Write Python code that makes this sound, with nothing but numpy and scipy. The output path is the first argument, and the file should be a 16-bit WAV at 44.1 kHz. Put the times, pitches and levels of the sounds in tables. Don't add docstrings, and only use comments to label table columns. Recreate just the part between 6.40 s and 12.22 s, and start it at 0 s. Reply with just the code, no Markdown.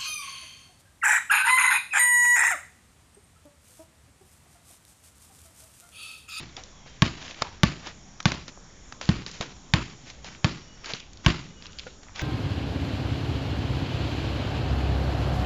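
import sys
import numpy as np
from scipy import signal
from scipy.io import wavfile
from scipy.ndimage import uniform_filter1d

SR = 44100
rng = np.random.default_rng(int(sys.argv[2]) if len(sys.argv) > 2 else 0)


def decibels_to_gain(level_db):
    exponent = np.asarray(level_db, float) / 20
    return 10 ** exponent


def wav_record(signal):
    frames = np.transpose(np.atleast_2d(signal))
    bounded = np.clip(frames, -1, 1)
    quanta = np.round(bounded * 32767).astype(np.int16)
    wavfile.write(sys.argv[1], SR, quanta)


N = 256662


def level(x, db):
    return x * decibels_to_gain(db) / np.sqrt(np.mean(x ** 2))


def band(x, hz, octaves, order=2):
    edges = np.clip(hz * 2. ** (np.array([-octaves, octaves]) / 2), 10, SR / 2.2)
    return signal.sosfilt(signal.butter(order, edges, "band", fs=SR, output="sos"), x)


def add(out, x, s):
    i = int(round(s * SR))
    x = x[max(-i, 0):N - i]
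    out[max(i, 0):max(i, 0) + len(x)] += x


def walk(rate, count=N):
    knots = uniform_filter1d(np.repeat(rng.standard_normal(900), 4), size=4)
    return 1.2 * np.interp(np.arange(count) * 4 * rate / SR, np.arange(len(knots)), knots)


# [f/Hz, level/dB, t60/s]
BALL_MODES = [(83.3, -17, .1), (121, -25, 0.3), (235, -16, 0.16), (640, -21, 0.059), (900, -21, 0.054),
              (1102, -16, 0.055), (1560, -14, 0.027), (1786, -27.5, 0.14), (2670, -76.5, 0.14),
              (2930, -43, 0.14), (3750, -25, 0.033), (4700, -55, 0.025)]


def bounce(crack_db, slap_db, thump_db, thump_hz, deep_db, air_db, swings, lead_rad, slowing):
    u = np.arange(int(.2 * SR)) / SR

    w = (u - .0003) / .00006
    crack = 1.14 * (.15 - w) * np.exp(-w ** 2 / 2)

    rubber = level(band(rng.standard_normal(len(u)), 1480, 2.92), 0)
    slap = rubber * np.exp(-(u / 0.0012) ** 0.52) * np.clip((u - .0003) / 0.0004, 0, 1)

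    turn = thump_hz * u
    press = np.sin(np.pi * np.clip(turn / swings, 0, 1) ** .95).clip(0) ** .75
    swing = np.sin(2 * np.pi * turn * (1 - slowing * turn) + lead_rad)
    thump = press * (swing + 0.08 * np.cos(4 * np.pi * turn + 0.62))

    rings = np.zeros(len(u))
    for hz, db, t60 in BALL_MODES:
        detune, spread = rng.standard_normal(2)
        extra_db = deep_db if hz < 100 else air_db if hz > 500 else 0
        decay = decibels_to_gain(db + extra_db + 1.3 * spread - 60 * u / t60)
        rings += decay * np.sin(2 * np.pi * hz * (1 + 0.02 * detune) * u)

    body = thump + rings * np.clip(u / 0.0026, 0, 1)
    body = signal.sosfilt(signal.butter(2, 52, "high", fs=SR, output="sos"), body)
    return decibels_to_gain(crack_db) * crack + decibels_to_gain(slap_db) * slap + decibels_to_gain(thump_db) * body


# [t/s, thump level/dB, crack level/dB, yard echo level/dB, slant of the landing 0-1]
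BOUNCES = [
    (.6210, -5.5, 1.5, -30, .3),
    (1.2333, -6, 2.6, -30, 0),
    (1.8557, -8, .9, -29.5, .25),
    (2.6898, -6.5, -14, -29.5, .1),
    (3.3371, -7.5, 1, -28.5, .8),
    (4.0446, -8, -2.5, -30.5, .85),
    (4.8626, -4.5, .5, -26.5, 1),
]


def dribble():
    thump_hz, lead_rad, contact_swings = (172, 122), (-1.2, 1.3), (2.1, 1.25)
    deep_ring_db, air_ring_db = (9, -2), (3, 2)
    landing = (thump_hz, lead_rad, contact_swings, deep_ring_db, air_ring_db)
    out = np.zeros(N)
    for s, thump_db, crack_db, yard_db, slant in BOUNCES:
        hz, lead, swings, deep_db, air_db = (a + (b - a) * slant for a, b in landing)
        slap_db = -7 + .35 * crack_db
        air_db += .45 * crack_db
        add(out, bounce(crack_db, slap_db, thump_db, hz, deep_db, air_db, swings, lead, slowing=.02), s)
        add(out, decibels_to_gain(yard_db) * yard(treble_db=.3 * crack_db), s)
    add(out, decibels_to_gain(-28.5) * yard(), -0.11)
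    return out


# [f/Hz, level/dB, t60/s]
YARD_BANDS = [(75, 4.5, .35), (140, 3, 0.5), (240, 2.5, 0.33), (519, -0.5, 0.3), (1032, -1.5, 0.42),
              (2376, 0, .45), (3740, -2.5, 0.49), (6480, -8, 0.52)]


def yard(treble_db=0, skip=0):
    gap_s, rise_s = 0.0025, 0.022
    u = np.arange(int(.7 * SR)) / SR
    noise = rng.standard_normal(len(u))
    tail = np.zeros(len(u))
    for hz, db, t60 in YARD_BANDS[skip:]:
        band_db = db + (treble_db if hz > 400 else 0)
        decay = decibels_to_gain(1.2 * walk(46, count=len(u)) - 60 * u / t60)
        tail += level(band(noise, hz, 0.94), band_db) * decay
    tail *= 1 + 0.33 * np.exp(-u / 0.025)
    return tail * decibels_to_gain(2.4 * walk(500, count=len(u))) * np.clip((u - gap_s) / rise_s, 0, 1)


# [t/s, level/dB, f/Hz, t60/s, yard echo level/dB]
PALMS = [
    (1.018, -26, 148, .05, -48),
    (3.005, -18, 137, 0.02, -40.5),
    (4.534, -29, 140, 0.047, -59),
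    (5.466, -31.5, 503, .06, -55),
    (5.468, -34.5, 1435, 0.038, -67),
    (.178, -38, 755, 0.087, -70),
]


def palms():
    out = np.zeros(N)
    u = np.arange(int(.1 * SR)) / SR
    for s, db, hz, t60, yard_db in PALMS:
        thud = decibels_to_gain(db - 60 * u / t60) * np.sin(2 * np.pi * hz * u)
        add(out, thud * np.clip(u / 0.0005, 0, 1), s)
        add(out, decibels_to_gain(yard_db) * band(yard(), 200, 2.0), s)
    return out


# [t/s, level/dB, ring f/Hz, heel level/dB, share of ring 0-1]
SLAPS = [(.167, -24, 3620, -42, .3), (1.021, -9, 820, -31.5, .45), (1.471, -26.5, 610, -37, .35),
         (1.803, -21, 1320, -47, .3), (1.919, -10.5, 800, -30, .3), (2.081, -23.5, 680, -40, .2),
         (2.524, -23, 1100, -42, .25), (2.613, -18.5, 800, -51, .3), (2.864, -18, 3450, -35, .1),
         (3.01, -16, 550, -28, .35), (3.845, -25, 660, -50, .3), (4.444, -27, 1870, -55, .4),
         (4.536, -14, 3100, -29, .75), (4.847, -27, 2493, -39.5, .1), (5.387, -20.5, 3600, -62, .4),
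         (5.632, -35, 1940, -61, .2), (5.759, -24.5, 2650, -61, .2), (5.794, -19, 1950, -43, .55)]
# [t/s, level/dB, ring f/Hz]
TICKS = [(.237, -28, 4440), (.461, -39, 565), (.826, -33, 2600), (.851, -31, 2300), (.88, -27, 2370),
         (.91, -29, 2750), (.945, -31, 2930), (1.828, -29, 5500), (2.175, -36, 563), (2.655, -26, 3800),
         (2.914, -26, 5700), (3.701, -27, 3420), (3.886, -32, 1630), (3.949, -34, 1800), (4.459, -24, 5720),
         (4.473, -31, 2200), (4.599, -33, 3340), (4.733, -35, 5700), (4.773, -31.5, 3610),
         (5.224, -28, 2870), (5.257, -30, 2380), (5.267, -28, 3580), (5.322, -36, 4500), (5.331, -35, 4000),
         (5.395, -22.5, 3740), (5.401, -32, 3000), (5.435, -39, 2020), (5.668, -40, 900),
         (5.685, -37, 1600), (5.694, -39, 1100)]


def steps():
    slap_decay_ms, tick_decay_ms = 2.8, 2.1
    tick_ring, tick_heel_db = .85, -28
    lead_s = .004
    out = np.zeros(N)
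    u = np.arange(int(.06 * SR)) / SR - lead_s
    echoes = [yard(skip=3) for _ in range(4)]
    rows = [(*row, slap_decay_ms, share) for *row, share in SLAPS]
    rows += [(s, db, hz, db + tick_heel_db, tick_decay_ms, tick_ring) for s, db, hz in TICKS]
    for k, (s, db, hz, heel_db, decay_ms, share) in enumerate(rows):
        shape = np.where(u < 0, np.exp(u / 0.00055), np.exp(-1000 * u / decay_ms))
        grit = rng.standard_normal((3, len(u))) * shape
        grit[:2, len(u[u < 0])] = -3.5

        ring = 3.5 * band(grit[0], hz, 1.2)
        click = band(grit[1], 2420, 2.6)
        sole = share * ring + (1 - share) * click
        heel = band(grit[2], 280, 0.98)
        hit = decibels_to_gain(db - 0.5) * sole / abs(sole).max() + decibels_to_gain(heel_db) * heel / abs(heel).max()
        add(out, hit, s - lead_s)

        echo = echoes[k % len(echoes)]
        colored = (1 - 0.73 * share) * echo + 3.1 * share * band(echo, hz, 0.99)
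        add(out, decibels_to_gain(db - 33) * colored, s)
    return out


# [hardest press t/s, swell by 20 dB/s, fade by 20 dB/s, level/dB, brightness level/dB]
SCUFFS = [(.172, .004, .09, -43, -6), (.465, .01, .2, -55, 3), (.87, .25, .2, -44, 2),
          (1.02, .04, .15, -39.5, -14), (1.478, .09, .09, -41, -4), (2.082, .015, .05, -47, 4),
          (2.618, .006, .2, -41.5, 3), (2.87, .006, .3, -49, 9), (3.015, .015, .1, -39, -6),
          (3.696, .1, .09, -49.5, 5), (3.855, .015, .2, -46, 4), (4.445, .004, .15, -45, 3),
          (4.505, .09, .045, -38.5, -3), (4.545, .008, .11, -49, 9), (4.855, .02, .02, -42, -2),
          (5.262, .1, .03, -57, 8), (5.47, .008, .04, -42.5, -18), (5.635, .02, .1, -55, -8),
          (5.754, .008, .1, -45, 2), (5.805, .045, .2, -36, -5)]


def scuffs():
    grains = rng.standard_normal((2, N)) * decibels_to_gain(2.75 * rng.exponential(size=(2, N)))
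    grains *= decibels_to_gain(2.37 * walk(70))
    dull = level(band(grains[0], 1050, 3.5), 1.06)
    bright = level(band(grains[1], 3610, 1.96), -3.3)
    t = np.arange(N // 32 + 1) * 32 / SR
    gain = np.zeros((2, len(t)))
    for s, swell_s, fade_s, db, bright_db in SCUFFS:
        press_db = -20 * np.maximum((s - t) / swell_s, (t - s) / fade_s)
        gain += decibels_to_gain(db + press_db + np.array([[0], [bright_db]]))
    dull_gain, bright_gain = (np.interp(np.arange(N) / SR, t, g) for g in gain)
    return dull_gain * dull + bright_gain * bright


# [t/s, length/s, first f/Hz, last f/Hz, level/dB]
WHISTLES = [
    (4.19, .24, 2898, 2922, -68.5),
    (4.17, .27, 4528, 4515, -66.5),
    (5.09, .06, 2906, 2906, -63),
    (5.14, .1, 2903, 2901, -58),
    (5.23, .17, 2905, 2910, -66),
    (5.48, .17, 4496, 4480, -73),
    (.22, .33, 3640, 3100, -66),
]


def whistles():
    fade_s = .03
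    out = np.zeros(N)
    for s, length, first_hz, last_hz, db in WHISTLES:
        u = np.arange(int(length * SR)) / SR
        glide_hz = first_hz + (last_hz - first_hz) * u / length
        hz = glide_hz * (1 + 0.00255 * walk(90, count=len(u)))
        gate = np.clip(np.minimum(u, length - u) / fade_s, 0, 1)
        loudness = decibels_to_gain(db + 3.5 + 3.5 * walk(30, count=len(u)))
        add(out, gate * loudness * np.sin(2 * np.pi * np.cumsum(hz) / SR), s)
    return out


# [f/Hz, third-octave level/dB]
BACKGROUND = [(25, -66.5), (60, -60), (105, -63.5), (200, -61.5), (420, -67.5), (1300, -67), (4400, -71),
              (8500, -57)]
# [f/Hz, width/Hz, level/dB]
INSECTS = [(5620, 430, -65), (6840, 350, -74.5), (3300, 600, -66.5)]


def air():
    hz, db = np.transpose(BACKGROUND)
    noise = rng.standard_normal((2, N))
    out = np.zeros(N)
    for k, center_hz in enumerate(22 * 2 ** (np.arange(18) / 2)):
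        gain_db = np.interp(np.log(center_hz), np.log(hz), db) + 2.43 + 2.15 * walk(8.6)
        out += decibels_to_gain(gain_db) * level(band(noise[k % 2], center_hz, 1 / 2), 0)
    for k, (insect_hz, width_hz, insect_db) in enumerate(INSECTS):
        buzz = level(band(noise[k % 2], insect_hz, width_hz / insect_hz * 1.73), insect_db)
        out += buzz * decibels_to_gain(2 * walk(4.4))
    return out


def scene():
    return (dribble() + palms() + steps() + scuffs() + whistles() + air())[None]


def roll_off(x):
    return signal.sosfilt(signal.butter(12, 16500, fs=SR, output="sos"), x)


def record(dry):
    top_hz, leak_top_hz = 7110, 8900
    ceiling, offset = .72, .0015
    narrow = signal.sosfilt(signal.ellip(5, .5, 29, top_hz, fs=SR, output="sos"), dry)
    narrow = signal.sosfilt(signal.ellip(8, .5, 60, leak_top_hz, fs=SR, output="sos"), narrow)
    mix = np.clip(narrow + offset, -ceiling, ceiling)
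    return roll_off(mix)


dry = scene()
out = record(dry)
wav_record(out)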